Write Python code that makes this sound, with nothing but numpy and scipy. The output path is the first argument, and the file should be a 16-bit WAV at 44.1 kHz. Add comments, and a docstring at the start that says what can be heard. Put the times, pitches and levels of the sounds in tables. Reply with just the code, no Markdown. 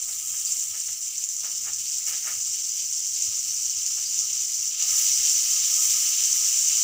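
"""A bright, crackling sizzle: a knob of butter melts in a hot pan in a small kitchen, close, in mono.
Thousands of tiny steam bubbles burst each second and keep the pan ringing faintly. Single drops spit,
blisters squirt and steam spurts from under the knob. Near 4.8 s a soft spatula pushes the butter over
fresh hot metal and the sizzle grows louder, denser and fuller. Below it, dull bumps and a gas ring."""
import sys
import numpy as np
from scipy import signal
from scipy.fft import rfft, irfft
from scipy.io import wavfile
from scipy.ndimage import uniform_filter1d

SR = 44100
rng = np.random.default_rng(int(sys.argv[2]) if len(sys.argv) > 2 else 0)


def bounce(signal):
    """Save signal as a 16-bit WAV file at the path given by the first command-line argument."""
    frames = np.transpose(np.atleast_2d(signal))
    limited = np.clip(frames, -1, 1)
    pcm = np.round(limited * 32767).astype(np.int16)
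    wavfile.write(sys.argv[1], SR, pcm)


N = 301203
TIME_S = np.arange(N) / SR
SIMMER_DB = -28   # frying level at zero vigour

# Loudest spitting drops. Each row: start in seconds, dry peak in dB.
LOUD_SPITS = [(0.2733, -14), (0.4509, -12), (0.5207, -12), (0.595, -13), (1.1802, -12), (1.2396, -11),
              (1.289, -13), (1.3658, -12), (1.7335, -13), (2.0672, -11), (2.9267, -13), (3.2226, -11),
              (3.8636, -9), (4.1904, -9), (4.8244, -11), (5.2969, -8), (5.7608, -8), (6.2377, -9)]
# Modes of the pan. Each row: frequency in Hz, bandwidth in Hz, relative gain in dB.
PAN_MODES = [(580, 47, -18), (824, 34, -6.5), (1263.5, 48, 4), (1714, 30, 0.5), (1917, 16, -1),
             (2148, 140, 3), (2500, 20, 0.5), (2885, 50, 8.5), (3190, 87, 7), (3750, 75, 4)]


def bubble_bursts(clump_db=1.5, clumps_per_s=35, ring_width_hz=350, tear_s=0.0086, fizz_s=0.047):
    """Bubbles burst in clumps; each snaps, rings at its own pitch, tears and fizzes out. 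Even level."""
    # Spreading foam. Each row: time in seconds, nominal bursts per second, size spread in dB.
    foam = [(0, 2560, 0), (1.3, 3600, 1), (2.4, 4600, 2), (4.7, 4700, 0), (5.0, 8000, 0.5),
            (6.83, 12200, 0.5)]
    per_s, spread_db = curves(foam)
    born = rng.random(N) < per_s * from_db(clump_db * drift(clumps_per_s)) / SR
    impulses = born * rng.choice([-1, 1], N)
    clicks = impulses * from_db(spread_db * np.minimum(rng.exponential(1, N), 5.9))
    pitches_hz = np.linspace(1000, 12000, 28)
    pitch_index = rng.integers(0, len(pitches_hz), N)
    rings = sum(resonate(clicks * (pitch_index == k), hz, ring_width_hz) * rng.choice([-1, 1])
                for k, hz in enumerate(pitches_hz))
    snaps = from_db(-3) * rms_one(clicks) * rng.choice([-1, 1], N)
    tears = from_db(-5) * fizz(clicks, tear_s)
    crackle = rms_one(rings) + snaps + tears + from_db(-6) * fizz(clicks, fizz_s)
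    return crackle / np.sqrt(uniform_filter1d(crackle ** 2, size=SR // 12) + 1e-12)


def fizz(clicks, decay_s):
    """Each click leaves a decaying puff of noise."""
    pole = np.exp(-2 / (decay_s * SR))
    power = signal.lfilter([1], [1, -pole], clicks ** 2)
    return rms_one(np.sqrt(power) * rng.standard_normal(N))


def sizzle(crackle, squeeze_lag_s=0.035):
    """Coarse bubbles below the main hiss, fine spray above it; all three follow the vigour."""
    # Lean of the hiss. Each row: time in seconds, boost above and cut below 7 kHz in dB.
    lean = [(0, 3), (0.7, 3), (1.3, 0.5), (2.4, 0), (4.7, -2), (5.0, -1.5), (6.83, 0)]
    lean_db, = curves(lean)
    vigour_db, stutter_db, smother_db = vigour(), stutter(), spatula_pressure(lag_s=0)
    coarse, rest = split(brighten(crackle), hz=4556)
    hiss, spray = split(rest, hz=9000)
    lower, upper = split(hiss, hz=7000)
    hiss = from_db(-lean_db) * lower + from_db(lean_db) * upper
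    hiss_db = SIMMER_DB - 1.01 + vigour_db + stutter_db - smother_db
    coarse_db = -47.5 + 1.274 * vigour_db + 0.66 * stutter_db + 1.32 * drift(per_s=30)
    coarse_db += 1.9 * spatula_pressure(squeeze_lag_s)   # a press squeezes out coarse bubbles
    spray_db = -38.5 + 1.21 * vigour_db + 0.39 * stutter_db + flash() - smother_db
    bands = (coarse_db, coarse), (hiss_db, hiss), (spray_db, spray)
    return sum(from_db(db) * rms_one(band) for db, band in bands)


def brighten(x):
    """Tone of a burst: strongest at 6-7 kHz, with the microphone's thin sheen on top."""
    # Both spectra, each row: frequency in Hz, gain in dB.
    burst_spectrum = [(500, -44), (1050, -40.5), (1900, -35), (2300, -25), (3000, -17), (3450, -23),
                      (4200, -20), (5300, -8), (6000, 0.5), (6650, -4.5), (7200, 0.5), (8150, -10.5),
                      (8700, -12), (10000, -22)]
    sheen_spectrum = [(10000, -1), (13850, -1.5), (14650, 13)]
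    return colour(colour(x, burst_spectrum), sheen_spectrum)


def vigour():
    """Frying level in dB over a simmer; surges as the butter is pushed over fresh metal."""
    # Each row: time in seconds, frying level in dB.
    frying = [(0, -29.5), (0.5, -28.0), (1.0, -29.5), (1.6, -28.5), (2.25, -27.5), (3.0, -28.0),
              (3.3, -26.5), (4.35, -26.5), (4.68, -26.5), (4.77, -26.5), (4.93, -22), (5.35, -21.5),
              (5.7, -22), (6.0, -21.5), (6.15, -22), (6.5, -22), (6.83, -21)]
    return curves(frying)[0] - SIMMER_DB


def stutter(simmer_flutter_db=0.9, halving_db=8, flurry_db=2.5):
    """Quick swings of the hiss in dB: sparse foam flutters, loud spits set off flurries, lulls dip."""
    flutter_db = simmer_flutter_db * 0.5 ** (vigour() / halving_db) * drift(per_s=40)
    flurries = sum(swell(s, rise_s=0.002, fall_s=0.018) for s, _ in LOUD_SPITS)
    return flutter_db + flurry_db * flurries - lulls()


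def lulls():
    """Hiss lost, in dB, as the still thin foam falters."""
    # Each row: centre in seconds, depth in dB.
    dips = [(0.21, 2.5), (0.72, 3), (0.98, 2.5), (1.12, 4.5), (1.27, 6.5), (1.38, 4), (1.71, 2.5),
            (2.04, 1)]
    return sum(db * hump(s, half_s=0.037) for s, db in dips)


def flash():
    """Extra spray in dB: fat meets bare hot metal and flashes until its water boils off."""
    # Each row: crest in seconds, boost in dB, rise and fall in seconds.
    flashes = [(0.2, 6, 0.6, 1), (2.08, 8, 0.016, 0.05), (2.29, 5, 0.031, 0.038), (5.01, 6, 0.17, 0.083),
               (5.86, 4, 0.24, 0.52)]
    return sum(db * swell(s, rise_s, fall_s) for s, db, rise_s, fall_s in flashes)


def spits(tear_s=0.0021, tear_db=-20):
    """A drop bursts with one sharp snap and a brief tearing of its film."""
    drops = list(LOUD_SPITS) + small_spits()
    starts = [int(s * SR) for s, _ in drops]
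    t, out = TIME_S[:SR // 100], np.zeros(N)
    tears = rng.standard_normal((len(drops), len(t))) * np.exp(-t / tear_s) * from_db(tear_db)
    for at, tear in zip(starts, tears):
        out[at:at + len(t)] += (t == 0) + tear
    out = brighten(resonate(out, hz=6730, width_hz=1300))   # the drop's cavity rounds the snap
    for at, (_, peak_db) in zip(starts, drops):
        snap = out[at:at + SR // 200]
        snap *= from_db(peak_db) / np.abs(snap).max()
    return out


def small_spits(per_s=6, over_frying_db=11, spread_db=1.5):
    """Lesser drops spit at random, following the frying. Each row: start in seconds, dry peak in dB."""
    starts = np.flatnonzero(rng.random(N - SR // 50) < per_s / SR)
    peak_db = SIMMER_DB + vigour() - lulls() + over_frying_db + spread_db * rng.uniform(-1.2, 1, N)
    return list(zip(starts / SR, peak_db[starts]))


def squirts(width_hz=850, rise_s=0.0041):
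    """Steam is forced through the torn skin of a blister, which resonates."""
    # Each row: crest in seconds, level in dB, fall in seconds, centre in Hz.
    blisters = [(0.13, -41, 0.0087, 4200), (0.472, -32, 0.0068, 4780), (0.595, -47, 0.013, 4130),
                (1.06, -47, 0.01, 4960), (1.86, -36, 0.0098, 4870), (3.15, -32, 0.014, 5000),
                (4.06, -34, 0.021, 4800)]
    jet = rng.standard_normal(N)
    return sum(from_db(db) * swell(s, rise_s, fall_s) * steep_band(jet, hz, width_hz)
               for s, db, fall_s, hz in blisters)


def spurts(width_hz=1500, sputter_db=1.5, ring_db=-5, trim_db=-3):
    """Trapped steam escapes in short, dull, sputtering puffs that ring the pan."""
    # Each row: crest in seconds, level before trim in dB, rise and fall in seconds, centre in Hz.
    puffs = [(0.085, -48.5, 0.0096, 0.028, 1500), (0.342, -47, 0.0081, 0.026, 1490),
             (0.752, -44, 0.016, 0.018, 1450), (0.89, -46, 0.0094, 0.008, 1600),
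             (1.441, -44, 0.0084, 0.047, 990), (1.683, -39, 0.021, 0.013, 1350),
             (2.072, -38, 0.0052, 0.025, 2320), (2.138, -37.5, 0.018, 0.012, 1590),
             (2.279, -36.5, 0.026, 0.041, 1640), (3.98, -47, 0.012, 0.014, 900)]
    # Each row: frequency in Hz, gain in dB.
    jet_spectrum = [(120, 0), (350, -1.5), (600, 1.5), (1050, -6), (1350, -1), (2000, -4), (2800, 0),
                    (4500, -38), (9000, -78)]
    sputter = rng.standard_normal(N) * from_db(sputter_db * drift(per_s=250))
    jet = rms_one(colour(sputter, jet_spectrum))
    ring = sum(from_db(db) * resonate(jet, hz, mode_width_hz) for hz, mode_width_hz, db in PAN_MODES)
    jet += from_db(ring_db) * rms_one(ring)
    return sum(from_db(db + trim_db) * swell(s, rise_s, fall_s) * rms_one(resonate(jet, hz, width_hz))
               for s, db, rise_s, fall_s, hz in puffs)


def pan_ring(flicker_db=1.9):
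    """Bubbles collapsing on the metal keep its modes ringing, more so as the frying grows."""
    level_db = -58.5 + 1.51 * vigour() + flash()
    ring = np.zeros(N)
    for hz, width_hz, db in PAN_MODES:
        gain = from_db(db + flicker_db * drift(per_s=25))
        ring += gain * resonate(rng.standard_normal(N), hz, width_hz)
    return from_db(level_db) * rms_one(ring)


def spatula_rubs(relative_width=0.041):
    """Rubber and butter are soft: each nudge is a dull, narrow murmur of the pan."""
    # Each row: crest in seconds, level in dB, rise and fall in seconds, centre in Hz.
    nudges = [(4.85, -58.5, 0.049, 0.04, 738), (4.94, -48.5, 0.061, 0.045, 1270),
              (5.62, -61, 0.024, .03, 292)]
    rub = rng.standard_normal(N)
    return sum(from_db(db) * swell(s, rise_s, fall_s) * rms_one(resonate(rub, hz, relative_width * hz))
               for s, db, rise_s, fall_s, hz in nudges)


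def spatula_pressure(lag_s):
    """How hard the spatula bore down lag_s earlier, in dB of hiss smothered."""
    # Each row: centre in seconds, hiss lost in dB, half length in seconds.
    presses = [(4.772, 3.5, 0.067), (5.63, 1.4, 0.046), (6.164, 1.5, 0.1)]
    return sum(db * hump(s + lag_s, half_s) for s, db, half_s in presses)


def bumps():
    """Brief, soft booms, all on one low resonance."""
    # Each row: crest in seconds, level in dB.
    crests = [(0.71, -64), (0.9, -58), (3.29, -54.5), (5.2, -55), (5.62, -58), (5.91, -54), (6.33, -57.5)]
    boom = steep_band(rng.standard_normal(N), hz=92, width_hz=44)
    return boom * sum(from_db(db) * hump(s, half_s=0.029) for s, db in crests)


def burner(flame_db=-67, waver_db=2, air_db=-70):
    """The gas ring rumbles unevenly over the still air of the kitchen."""
    # Both spectra, each row: frequency in Hz, gain in dB.
    flame_spectrum = [(20, -25), (55, -14), (76, 1.5), (100, 4.5), (135, -10), (205, -5.5), (320, -18.5),
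                      (700, -62)]
    air_spectrum = [(20, 13), (60, -10), (180, 7.5), (300, 8), (500, 5), (1000, -15.5), (3000, -52),
                    (12000, -5.5)]
    flame, air = rng.standard_normal((2, N))
    rumble = from_db(flame_db + waver_db * drift(per_s=6.9)) * rms_one(colour(flame, flame_spectrum))
    return rumble + from_db(air_db) * rms_one(colour(air, air_spectrum))


def kitchen(x, wet_db, t60_s=0.19):
    """Adds the room's short diffuse tail."""
    t = TIME_S[:SR // 2]
    tail = rng.standard_normal(len(t)) * from_db(-60 * t / t60_s) * (t > 0.005)
    return x + from_db(wet_db) * signal.fftconvolve(x, tail / np.linalg.norm(tail))[:N]


def from_db(db):
    return 10 ** (np.asarray(db) / 20)


def rms_one(x):
    return x / np.sqrt(np.mean(x ** 2) + 1e-20)


def curves(rows):
    """Each value column of a timed table at every sample."""
    times_s, *columns = np.transpose(rows)
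    return [np.interp(TIME_S, times_s, column) for column in columns]


def drift(per_s):
    """Smooth random wander, RMS 1."""
    knots = rng.standard_normal(N // 40)
    return rms_one(np.interp(TIME_S * per_s, np.arange(len(knots)), knots))


def swell(crest_s, rise_s, fall_s):
    """Exponential rise to 1 and decay; rise_s and fall_s are time constants."""
    return np.exp(-np.maximum((crest_s - TIME_S) / rise_s, (TIME_S - crest_s) / fall_s))


def hump(centre_s, half_s):
    """Gaussian envelope, peak 1."""
    return np.exp(-((TIME_S - centre_s) / half_s) ** 2)


def resonate(x, hz, width_hz):
    """Two-pole resonance, peak gain 1."""
    r = np.exp(-np.pi * width_hz / SR)
    feedback = [1, -2 * r * np.cos(2 * np.pi * hz / SR), r * r]
    return signal.lfilter(np.array([1, 0, -1]) * (1 - r * r) / 2, feedback, x + 1e-18)


def steep_band(x, hz, width_hz):
    """Two equal resonances in series, output RMS 1."""
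    return rms_one(resonate(resonate(x, hz, width_hz), hz, width_hz))


def colour(x, spectrum, size=8192):
    """Minimum-phase filter with the given spectrum."""
    hz, db = np.transpose(spectrum)
    bins_hz = np.maximum(np.fft.rfftfreq(size, 1 / SR), 1)
    gain = from_db(np.interp(np.log(bins_hz), np.log(hz), db))
    cepstrum = irfft(np.log(gain))
    cepstrum[1:size // 2] *= 2
    cepstrum[size // 2 + 1:] = 0
    return signal.fftconvolve(x, irfft(np.exp(rfft(cepstrum))))[:N]


def split(x, hz):
    """The parts below and above hz."""
    low = signal.sosfiltfilt(signal.butter(N=5, Wn=hz, fs=SR, output="sos"), x)
    return low, x - low


def scene():
    """Frying close by, burner beneath; both channels the same."""
    foam = sizzle(kitchen(bubble_bursts(), wet_db=-11))
    frying = foam + kitchen(spits() + spurts() + squirts(), wet_db=-2.5)
    return np.tile(frying + pan_ring() + spatula_rubs() + burner() + bumps(), (2, 1))


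def record(dry):
    """Steep low-pass at 15.5 kHz."""
    return signal.sosfilt(signal.ellip(12, 0.1, 90, 15500, fs=SR, output="sos"), dry)


dry = scene()
out = record(dry)
bounce(out)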